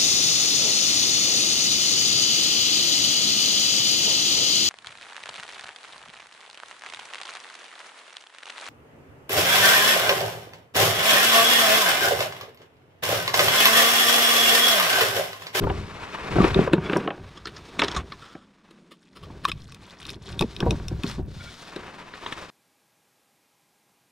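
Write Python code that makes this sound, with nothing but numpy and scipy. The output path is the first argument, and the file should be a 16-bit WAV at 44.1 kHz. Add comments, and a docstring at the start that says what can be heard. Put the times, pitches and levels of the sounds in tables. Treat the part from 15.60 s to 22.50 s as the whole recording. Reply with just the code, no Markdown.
"""Hollow thumps come first: feet and gear knock on the resonant hull of a plastic kayak on calm water.
A seated angler unhooks a small fish close by: filtered bursts make plastic clatter and steel clicks.
Random slips make rustling sleeves, hull rumble, scrapes, squeaks and the fish's crackle.
Sines make bubbles under the slapping hull and short hollow notes; shaped noise makes the ripples.
There are no walls to echo, only brief reflections; the stereo image closes almost to mono and reopens."""
import sys
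import numpy as np
from scipy import signal
from scipy.fft import rfft, irfft, next_fast_len
from scipy.io import wavfile
from scipy.ndimage import uniform_filter1d, map_coordinates

SR = 44100
rng = np.random.default_rng(int(sys.argv[2]) if len(sys.argv) > 2 else 0)


def wrap_up_sound(samples):
    """Save the sound to the file named by the first command line argument, as 16-bit audio."""
    columns = np.atleast_2d(samples).T
    # keep every value between -1 and 1, then stretch to whole-number steps
    tamed = np.clip(columns, -1, 1)
    steps = np.round(tamed * 32767).astype(np.int16)
    wavfile.write(sys.argv[1], SR, steps)


N = 304373  # samples
HIT_S, LEAD_S = .25, .012  # length of one hit; time before its blow lands

# Blows on the hull: start_s, thud_level_db, thud_centre_hz, edge_db (re thud), edge_top_hz
HULL_BLOWS = [(0.038, -19.5, 123, -4, 2450), (0.069, -20.5, 480, -1, 1320), (0.099, -21.5, 170, 0, 2840),
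              (0.762, -11.5, 326, -6.5, 1470), (0.783, -9.5, 122, -5.5, 1490),
              (0.802, -5.5, 207, -11.5, 1290), (0.8419, -8.5, 320, -5.5, 5040), (1.075, -17, 470, -1, 1390),
              (1.134, -4, 350, -12, 3980), (1.18, -13.5, 152, -12.5, 2000), (1.297, -18, 313, -1, 3300),
              (1.332, -14.5, 354, -1, 4000), (1.362, -13.5, 354, -3.5, 1900), (1.476, -18.5, 325, 1, 2300),
              (1.505, -29.5, 296, 10, 2760), (2.193, -21.5, 268, 2, 4500), (2.22, -23.5, 400, 10, 2480),
              (2.366, -21.5, 62, -7, 3000), (2.752, -31, 290, -5.5, 1930), (3.7, -36.5, 181, -2, 990),
              (5.006, -24, 325, -3, 1600), (5.026, -28, 230, 5, 1740), (5.064, -22, 557, 2.5, 910),
              (5.315, -24, 330, -19, 1000), (5.441, -18.5, 231, -12, 1630), (5.592, -26, 332, -10.5, 1000),
              (6.162, -25.5, 328, -4.5, 2500), (6.721, -30, 210, -20, 4040)]
# Plastic tackle clattering: start_s, level_db, decay_s, brightness_db (re body)
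TACKLE_CLACKS = [(1.133, -17.5, 0.0038, -19), (1.854, -27, 0.0061, -3.5), (1.871, -27, 0.012, -10),
                 (1.966, -37, 0.0047, -0.5), (2.1927, -13.5, .008, -9), (2.219, -13, 0.0039, -19),
                 (2.235, -19.5, .009, -9), (2.245, -24, 0.0035, -11), (2.282, -22, 0.0026, -2.5),
                 (2.314, -38.5, 0.007, 9), (2.348, -26, .005, -10), (2.364, -21, 0.0095, -8),
                 (2.521, -29, 0.0033, -17), (3.109, -42, 0.0027, -12), (6.163, -41, 0.0014, 6),
                 (6.537, -31, 0.0035, -38), (6.663, -25, 0.0034, -30), (6.724, -23, 0.0038, -20)]
# Steel pliers on the hook: start_s, level_db, brightness_db (re body), lowest_hz
PLIER_CLICKS = [(0.9448, -18.5, -20.5, 1300), (1.3706, -33.5, 6, 3500), (3.852, -16.5, -11, 405),
                (3.917, -20, -14, 1850), (4.122, -40, -3, 1190), (4.146, -42, 0.5, 1190),
                (4.4287, -37, -7, 2000), (4.453, -30.5, -12, 3200), (4.4668, -42, 5, 2800),
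                (4.4935, -26, -12, 3220), (4.503, -30.5, -2, 2800), (4.727, -37, -14, 3200),
                (4.793, -15, -9, 3000), (4.81, -21, -3.5, 1520), (4.8231, -22.5, -10, 1230),
                (4.9644, -27.5, -12.5, 2880), (5.004, -21, -9.5, 3100), (5.1079, -19, -4, 2150),
                (5.283, -30.5, 2.5, 2200), (5.435, -24.5, -9.5, 1750)]
# Hollow parts that sound a note when knocked: start_s, level_db, pitch_hz, decay_s
HOLLOW_NOTES = [(2.234, -21.5, 362, 0.019), (2.364, -18, 1025, 0.013), (2.522, -31.5, 1003, 0.011),
                (3.8525, -10.5, 986, 0.0048), (5.064, -18, 418, 0.023), (6.662, -22.5, 880, 0.0038)]
# Water slapping under the hull: start_s, boom_level_db, gurgle_db (re boom)
WATER_SLAPS = [(3.669, -40.5, 1.5), (4.809, -17, 0), (5.03, -16.5, -4), (5.11, -21.5, 3.5),
               (5.441, -18, -16), (5.582, -22.5, -10)]
# Short rubs of tool and grip: start_s, level_db, decay_s
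TOOL_RUBS = [(1.775, -34.5, 0.0058), (2.615, -39.5, 0.14), (3.316, -40.5, 0.012), (3.561, -39.5, 0.018),
             (3.6346, -37.5, 0.011), (3.845, -30.5, 0.007), (3.885, -24.5, 0.0062), (3.895, -25.5, 0.0046),
             (5.494, -34, 0.0074)]
# Wet gear squeaking: start_s, length_s, level_db, lowest_hz
GEAR_SQUEAKS = [(1.236, 0.049, -37.5, 1800), (5.793, 0.037, -44, 1000), (5.851, 0.052, -44.5, 1000)]
# Bouts of the fish wriggling: start_s, length_s, level_db
FISH_WRIGGLES = [(3.315, 0.29, -64.5), (3.93, 0.25, -56), (4.184, 0.18, -55), (4.365, 0.21, -45),
                 (4.605, 0.16, -47.5), (5.409, 0.16, -45)]
# The angler's shifts of weight: peak_s, rumble_level_db, deep_flex_level_db
WEIGHT_SHIFTS = [(0.04, -28.5, -24), (0.81, -20, -22.5), (0.992, -22, -28.5), (1.359, -23.5, -51),
                 (1.62, -68, -42.5), (1.89, -48, -46), (2.222, -31.5, -41.5), (2.398, -62, -40.5),
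                 (3.722, -42, -39), (3.95, -53.5, -37.5), (4.52, -45.5, -41), (4.739, -40.5, -36.5),
                 (5.058, -32.5, -23.5), (5.33, -38.5, -28), (5.62, -47.5, -30.5), (6.22, -43, -57)]
# Arm strokes: start_s, length_s, cloth_swish_level_db, weave_hiss_level_db
ARM_STROKES = [(-0.15, 0.58, -45, -49.5), (0.212, 1, -35.5, -46), (0.639, 0.47, -32, -41.5),
               (1.156, 0.35, -36.5, -47.5), (1.383, 0.57, -53.5, -57.5), (1.748, 0.71, -50.5, -52),
               (2.183, 0.26, -37.5, -49), (2.372, 0.43, -54, -53.5), (2.703, 0.66, -62, -69),
               (3.51, 0.55, -58.5, -57.5), (4.113, 0.39, -53, -60), (4.562, 0.95, -54.5, -51),
               (5.354, 0.27, -52, -47), (5.657, 0.54, -62, -47), (5.98, 0.66, -42, -51),
               (6.483, 0.5, -40.5, -46)]

# Resonances of the hollow hull: centre_hz, width_hz, level_db
HULL_MODES = [(59.8, 11.8, 4), (88.4, 7.4, 6), (172.6, 99, 5.5), (220, 12.7, 6), (254, 200, -9.5),
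              (398.6, 57, 9), (472.4, 26, 4), (603, 220, -3), (1001, 23, -8.5)]
# Resonances of the deck: centre_hz, width_hz, level_db
DECK_MODES = [(580, 325, 5), (758, 47, 11.5), (948, 37, 9), (1157, 41, 9), (1490, 195, 5.5), (2315, 120, 3),
              (2600, 320, 1), (4130, 620, -11.5)]
# Resonances of the plastic tackle: centre_hz, width_hz, level_db
TACKLE_MODES = [(348, 184, 7), (664, 200, -19), (1004, 97, 4.5), (1342, 107, 10.5), (1760, 200, 6),
                (2230, 370, -1), (2760, 320, 0), (3430, 510, 1), (4030, 280, 0.5), (5280, 1500, -9.5),
                (7100, 4100, -17)]
# Resonances of the steel pliers: centre_hz, width_hz, level_db
PLIER_MODES = [(1130, 70, 9), (1810, 110, -3), (2520, 170, -2), (3250, 200, 1), (3680, 220, -2),
               (5080, 160, -3), (5570, 170, -4), (6660, 260, -12), (9000, 500, -14)]
# Resonances of the squeaking gear: centre_hz, width_hz, level_db
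SQUEAL_MODES = [(1425, 31, 20), (2270, 45, 13), (3380, 50, 8), (4900, 1300, -15.5)]

# Spectrum of cloth swishing: frequency_hz, level_db
SWISH_SPECTRUM = [(200, 1.5), (400, 3.5), (700, 1.5), (1100, 5.5), (1600, 0.5), (2500, -2), (3500, -11),
                  (6000, -47.5)]
# Spectrum of fine weave hiss, also used for the fish: frequency_hz, level_db
WEAVE_SPECTRUM = [(1500, 0), (2600, -3.5), (3600, 1), (5200, -4), (9200, -15.5), (11000, -23.5),
                  (15500, -31)]
# Spectrum of the water murmur: frequency_hz, level_db
RIPPLE_SPECTRUM = [(100, -9.5), (180, 13.5), (450, 1), (750, -13), (1200, -14.5), (9000, -26), (15000, -58)]
# Phase between the two microphone ports: frequency_hz, left_lead_rad
PORT_LEAD = [(90, 0), (300, -.4), (600, -.8), (3600, -.9)]
# Level between the two microphone ports: frequency_hz, left_minus_right_db
PORT_LEVEL = [(60, 0.5), (200, 1.5), (600, 0.2), (3000, 3.5), (9000, -0.7)]

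NOTE_SAG = 0.234  # a hollow note starts this share above its pitch
SQUEAK_WAVER = .006  # typical relative waver in playback speed
LOAD_S, RUMBLE_DECAY_S, FLEX_DECAY_S = 0.064, 0.11, 0.13  # build-up and settling of a weight shift
SPEED_POWER = 0.94  # rubbing grows with the speed of a movement to this power
REST_HISS_DB = -83  # weave hiss between strokes, before its flutter
NARROWS_S, NARROW_DECAY_S, OPENS_S, OPEN_RISE_S = 1.0, 0.14, 2.98, 3.06  # stereo image timing
WIDE_DB, NARROW_DB = 1, -44  # side gain: widest part and constant floor
TOP_HZ = 15700  # top of the final low-pass


def knocks():
    """Each blow booms in the hull and the panel it lands on; its edge raps the deck, whose low notes ring on."""
    out = np.zeros(N)
    for s, db, hz, edge_db, top_hz in HULL_BLOWS:
        force = contact(.004, snap=24, tail_db=-15, tail_s=.02, rise_s=.001)
        spot = 1 + .05 * rng.standard_normal()  # each spot retunes the resonances
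        panel = ring(force, [(hz, hz / 3.5, 0)])
        boom = ring(force, HULL_MODES, spot) + 2 * panel
        thud = cut(cut(boom, hz * 1.6, "low"), hz * .65, "high")

        edge = contact(.004, snap=9, tail_db=-22, tail_s=.018, rise_s=.001)
        shudder = contact(.016, snap=0, tail_db=-22, tail_s=.018, rise_s=.001)
        shudder = cut(shudder, 900, "low", order=4)
        rap = ring(edge + undb(-7) * shudder, touched(DECK_MODES), spot)
        rap = cut(rap, top_hz, "low", order=4)
        add(out, s, undb(db) * (crest(thud) + undb(edge_db) * crest(rap)))
    return out


def tackle():
    """Plastic parts clack together and chatter in uneven bounces, each time at another spot."""
    out = np.zeros(N)
    for s, db, decay_s, bright_db in TACKLE_CLACKS:
        force = contact(decay_s, snap=0, tail_db=-16, tail_s=0.014, rise_s=0.003)
        force = force * undb(4 * walk(700)[:len(force)])  # uneven bounces
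        spot = 1 + .03 * rng.standard_normal()
        shell = cut(ring(force, touched(TACKLE_MODES), spot), 9500, "low")
        crack = cut(shell, 4400, "high", order=3)
        body = cut(shell, 5200, "low", order=4)
        add(out, s, undb(db) * (crest(body) + undb(bright_db) * crest(crack)))
    return out


def pliers():
    """Steel jaws snap on the hook, thin at the tips, fuller when the grip is jolted; the hand damps them."""
    out = np.zeros(N)
    for s, db, bright_db, low_hz in PLIER_CLICKS:
        force = contact(.0018, snap=10, tail_db=-21, tail_s=.012, rise_s=.0012)
        grip = 1 + .015 * rng.standard_normal()  # the hold retunes the steel slightly
        steel = ring(force, touched(PLIER_MODES), grip) + undb(-12) * force
        tick = cut(cut(steel, 5700, "low"), 4530, "high", order=4)
        body = cut(cut(steel, 4200, "low", order=4), low_hz, "high", order=3)
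        add(out, s, undb(db) * (crest(body) + undb(bright_db) * crest(tick)))
    return out


def hollows():
    """A knocked hollow part sounds one short note that sags as it dies."""
    out = np.zeros(N)
    t = np.maximum(np.arange(int(HIT_S * SR)) / SR - LEAD_S, 0)
    for s, db, hz, decay_s in HOLLOW_NOTES:
        fade = np.exp(-t / decay_s) * (t > 0)
        pitch = hz * (1 + NOTE_SAG * fade) * (t > 0)
        note = fade * np.sin(2 * np.pi * np.cumsum(pitch) / SR)
        add(out, s, undb(db) * note)
    return out


def slaps():
    """The rocking hull traps air against the water: short bubbles, the small ones first, and a boom."""
    out = np.zeros(N)
    t = np.arange(int(HIT_S * SR)) / SR
    late = np.linspace(0, 1, num=60)[:, None]  # order of the bubbles, first 0, last 1
    for s, db, gurgle_db in WATER_SLAPS:
        pitch, size = rng.random((2, len(late), 1))
        hz = 700 * 2 ** (2.3 * (pitch - .5) - .8 * late)  # random, tending lower with time
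        age = np.maximum(t - LEAD_S - .035 * late ** 2, 0)
        fade = np.exp(-age * hz / 2.2)
        strength = size * (1 - 0.55 * late) / np.sqrt(hz)
        bubbles = np.sum(strength * np.sin(2 * np.pi * hz * age) * fade, axis=0)

        force = contact(0.017, snap=24, tail_db=-20, tail_s=0.09, rise_s=0.015)
        boom = cut(ring(force, HULL_MODES), 260, "low", order=3)
        add(out, s, undb(db) * (crest(boom) + undb(gurgle_db) * crest(bubbles)))
    return out


def rubs():
    """Tool and grip slide a little: a short run of slips through plastic and steel."""
    out = np.zeros(N)
    for s, db, decay_s in TOOL_RUBS:
        force = contact(decay_s, snap=0.36, tail_db=-58, tail_s=0.013, rise_s=0.012)
        slips = force * (rng.random(len(force)) < 5000 / SR)  # about 5000 slips a second
        plastic = ring(slips, touched(TACKLE_MODES))
        steel = ring(slips, touched(PLIER_MODES))
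        add(out, s, undb(db) * crest(plastic + undb(-1.5) * steel))
    return out


def squeaks():
    """Wet gear sticks and slips in a few narrow resonances: a thin tone that wavers with the pressure."""
    out = np.zeros(N)
    for s, length_s, db, low_hz in GEAR_SQUEAKS:
        slide = np.cumsum(1 + SQUEAK_WAVER * walk(110))  # wavering read position, samples
        tone = ring(grains(5000, 2), SQUEAL_MODES)
        rasp = map_coordinates(tone, [slide], mode="mirror", order=2)
        thin = unit(cut(rasp, low_hz, "high", order=4))
        out += undb(db) * stroke(s, length_s) * thin
    return out


def fish():
    """The wet fish twists on the hook in bouts: a fine crackle in uneven spurts."""
    effort = together(undb(db) * stroke(s, length_s) for s, length_s, db in FISH_WRIGGLES)
    spurts = undb(3 * walk(45))
    return colour(crackle(260, 3.5), WEAVE_SPECTRUM) * spurts * effort


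def rumble():
    """As weight shifts, feet and seat rub in slips that sound the hull, gear shuffles and the floor flexes."""
    rubbing = together(undb(db) * load(s, RUMBLE_DECAY_S) for s, db, _ in WEIGHT_SHIFTS)
    flexing = together(undb(db) * load(s, FLEX_DECAY_S) for s, _, db in WEIGHT_SHIFTS)
    slips = grains(700, 2.5) * undb(3 * walk(25))
    panels = unit(cut(cut(ring(slips, HULL_MODES), 114, "high", order=4), 740, "low"))
    gear = unit(cut(ring(grains(400, 3.5), DECK_MODES), 1800, "low"))
    floor = unit(cut(ring(grains(500, 6.3), HULL_MODES), 129, "low", order=4))
    sway = colour(grains(390, 3.3), [(10, 10.5), (22, -9), (45, -21), (200, -47.5)])  # (Hz, dB)
    return (panels + undb(-10.5) * gear) * rubbing + (floor + undb(-14.5) * sway) * flexing


def sleeves():
    """Arm strokes slide cloth on cloth: a dense swish, and a finer hiss in which single threads catch."""
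    sliding = together(undb(db) * stroke(s, length_s) for s, length_s, db, _ in ARM_STROKES)
    catching = together(undb(db) * stroke(s, length_s) for s, length_s, _, db in ARM_STROKES)
    catching = catching + undb(REST_HISS_DB)  # the cloth is never quite still
    flutter = walk(67)
    swish = colour(grains(7000, 0.26), SWISH_SPECTRUM) * undb(2.45 * flutter)
    weave = colour(grains(15000, 2.5), WEAVE_SPECTRUM) * undb(2.0 * flutter)
    return swish * sliding + weave * catching


def water():
    """Ripples and light air murmur around the boat: shaped noise with a gently wandering level."""
    swell = undb(1.5 * walk(5))
    return colour(rng.standard_normal(N), RIPPLE_SPECTRUM) * undb(-57.0) * swell


def scatter(x, decay_s):
    """Deck and gear throw back a brief spray of reflections."""
    t = np.arange(int(HIT_S * SR)) / SR
    echoes = rng.standard_normal(len(t)) * np.exp(-t / decay_s)
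    return signal.fftconvolve(x, echoes / np.linalg.norm(echoes))[:N]


def contact(length_s, snap, tail_db, tail_s, rise_s):
    """Force of a blow: noise swells briefly, then a snap and a two-stage decay; loose parts rattle on."""
    t = np.arange(int(HIT_S * SR)) / SR - LEAD_S
    before = .5 * np.exp(-abs(t) / rise_s)
    after = np.exp(-abs(t) / length_s) + undb(tail_db) * np.exp(-abs(t) / tail_s)
    force = rng.standard_normal(len(t)) * np.where(t < 0, before, after)
    force[int(LEAD_S * SR)] += snap
    return force


def stroke(start_s, length_s):
    """Strength of the rubbing in one movement: it speeds up from rest and slows to rest again."""
    out = np.zeros(N)
    moving = np.arange(max(int(start_s * SR), 0), min(int((start_s + length_s) * SR), N))
    progress = np.clip((moving / SR - start_s) / length_s, 0, 1)
    out[moving] = (4 * progress * (1 - progress)) ** SPEED_POWER
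    return out


def load(s, decay_s):
    """Strain on the hull: it builds up to time s, then settles more slowly."""
    t = np.arange(N) / SR - s
    return np.exp(-abs(t) / np.where(t < 0, LOAD_S, decay_s))


def together(envelopes):
    """Overlapping movements add in power."""
    return np.sqrt(sum(e ** 2 for e in envelopes))


def grains(rate, spread_db):
    """Tiny random slips of uneven size, on average rate a second."""
    slipping = rng.random(N) < rate / SR
    return slipping * rng.standard_normal(N) * undb(spread_db * rng.standard_normal(N))


def crackle(rate, spread_db):
    """Tiny pops through twelve resonant pitches, on average rate a second at each."""
    pitches = np.geomspace(700, 12000, num=12)  # Hz
    return sum(ring(grains(rate, spread_db), [(hz, hz / 6, 0)]) for hz in pitches)


def walk(rate):
    """Random levels joined by straight lines, rate of them a second; spread near 1."""
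    return 1.2 * np.interp(np.arange(N) / SR * rate, np.arange(2000), rng.standard_normal(2000))


def touched(modes):
    """The same resonances struck at another spot: each is a little stronger or weaker."""
    return [(hz, width, db + 3 * rng.standard_normal()) for hz, width, db in modes]


def ring(x, modes, stretch=1):
    """Drive resonances (Hz, width Hz, dB), stretched in pitch; neighbours swing in opposite directions."""
    out = 0
    for k, (hz, width, db) in enumerate(modes):
        b, a = signal.iirpeak(hz * stretch, hz / width, SR)
        out = out + (-1) ** k * undb(db) * signal.lfilter(b, a, x + 1e-18)
    return out


def cut(x, hz, kind, order=2):
    """Butterworth low-pass or high-pass."""
    return signal.sosfilt(signal.butter(order, min(hz, .45 * SR), kind, fs=SR, output="sos"), x)


def across(points):
    """Spread a table of (Hz, value) over the frequency bins of the whole sound, on a log scale."""
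    hz, value = np.transpose(points)
    size = next_fast_len(N, real=True)
    bins_hz = np.arange(size // 2 + 1) * SR / size
    return np.interp(np.log(bins_hz + 1), np.log(hz), value)


def filtered(x, response):
    """Pass x through a response given on those frequency bins."""
    size = next_fast_len(N, real=True)
    return irfft(rfft(x, size) * response, size)[..., :N]


def colour(x, points):
    """Filter x by a curve of (Hz, dB) points, then scale to rms 1."""
    return unit(filtered(x, undb(across(points))))


def undb(db):
    """Decibels to gain."""
    return 10 ** (np.asarray(db) / 20)


def unit(x):
    """Scale to rms 1."""
    return x / np.sqrt(np.mean(x ** 2))


def crest(x):
    """Scale so that the loudest 3 ms have the power of a sine of height 1."""
    return x / np.sqrt(2 * uniform_filter1d(x ** 2, size=132).max())


def add(out, s, sound):
    """Mix a sound in, its ends faded, so that its blow lands at time s."""
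    start = int((s - LEAD_S) * SR)
    sound = sound * signal.windows.tukey(len(sound), .06)
    sound = sound[max(-start, 0):N - start]
    out[max(start, 0):max(start, 0) + len(sound)] += sound


def width():
    """Gain of the side signal: it falls away quickly and creeps back."""
    t = np.arange(N) / SR
    closing = np.exp(-np.maximum(t - NARROWS_S, 0) / NARROW_DECAY_S)
    opening = 1 - np.exp(-np.maximum(t - OPENS_S, 0) / OPEN_RISE_S)
    return undb(WIDE_DB) * (closing + opening) + undb(NARROW_DB)


def scene():
    """Blows come from straight ahead; reflections, rumble and the broad rustle differ from side to side."""
    blows = knocks() + slaps() + tackle() + hollows() + pliers() + rubs() + fish() + squeaks()
    near = blows + rumble() + sleeves() + water()
    treble = cut(near, 7000, "high", order=1)
    reflections = scatter(undb(-15) * blows + undb(-4) * treble, decay_s=.008)
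    # fresh rustle and rumble, independent of those in the middle
    side = reflections + undb(-14.5) * sleeves() + undb(-16) * rumble()
    return np.array([near + side, near - side])


def record(dry):
    """The two ports differ a little in phase and level; the image narrows for a while; the top is cut."""
    # each port takes half of the difference, in opposite directions
    tilt = undb(across(PORT_LEVEL) / 2) * np.exp(1j * across(PORT_LEAD) / 2)
    left, right = filtered(dry, np.array([tilt, 1 / tilt]))
    mid = (left + right) / 2
    side = (left - right) / 2 * width()
    low_pass = signal.ellip(10, .2, 80, TOP_HZ, fs=SR, output="sos")
    return signal.sosfilt(low_pass, np.array([mid + side, mid - side]))


dry = scene()
out = record(dry)
wrap_up_sound(out)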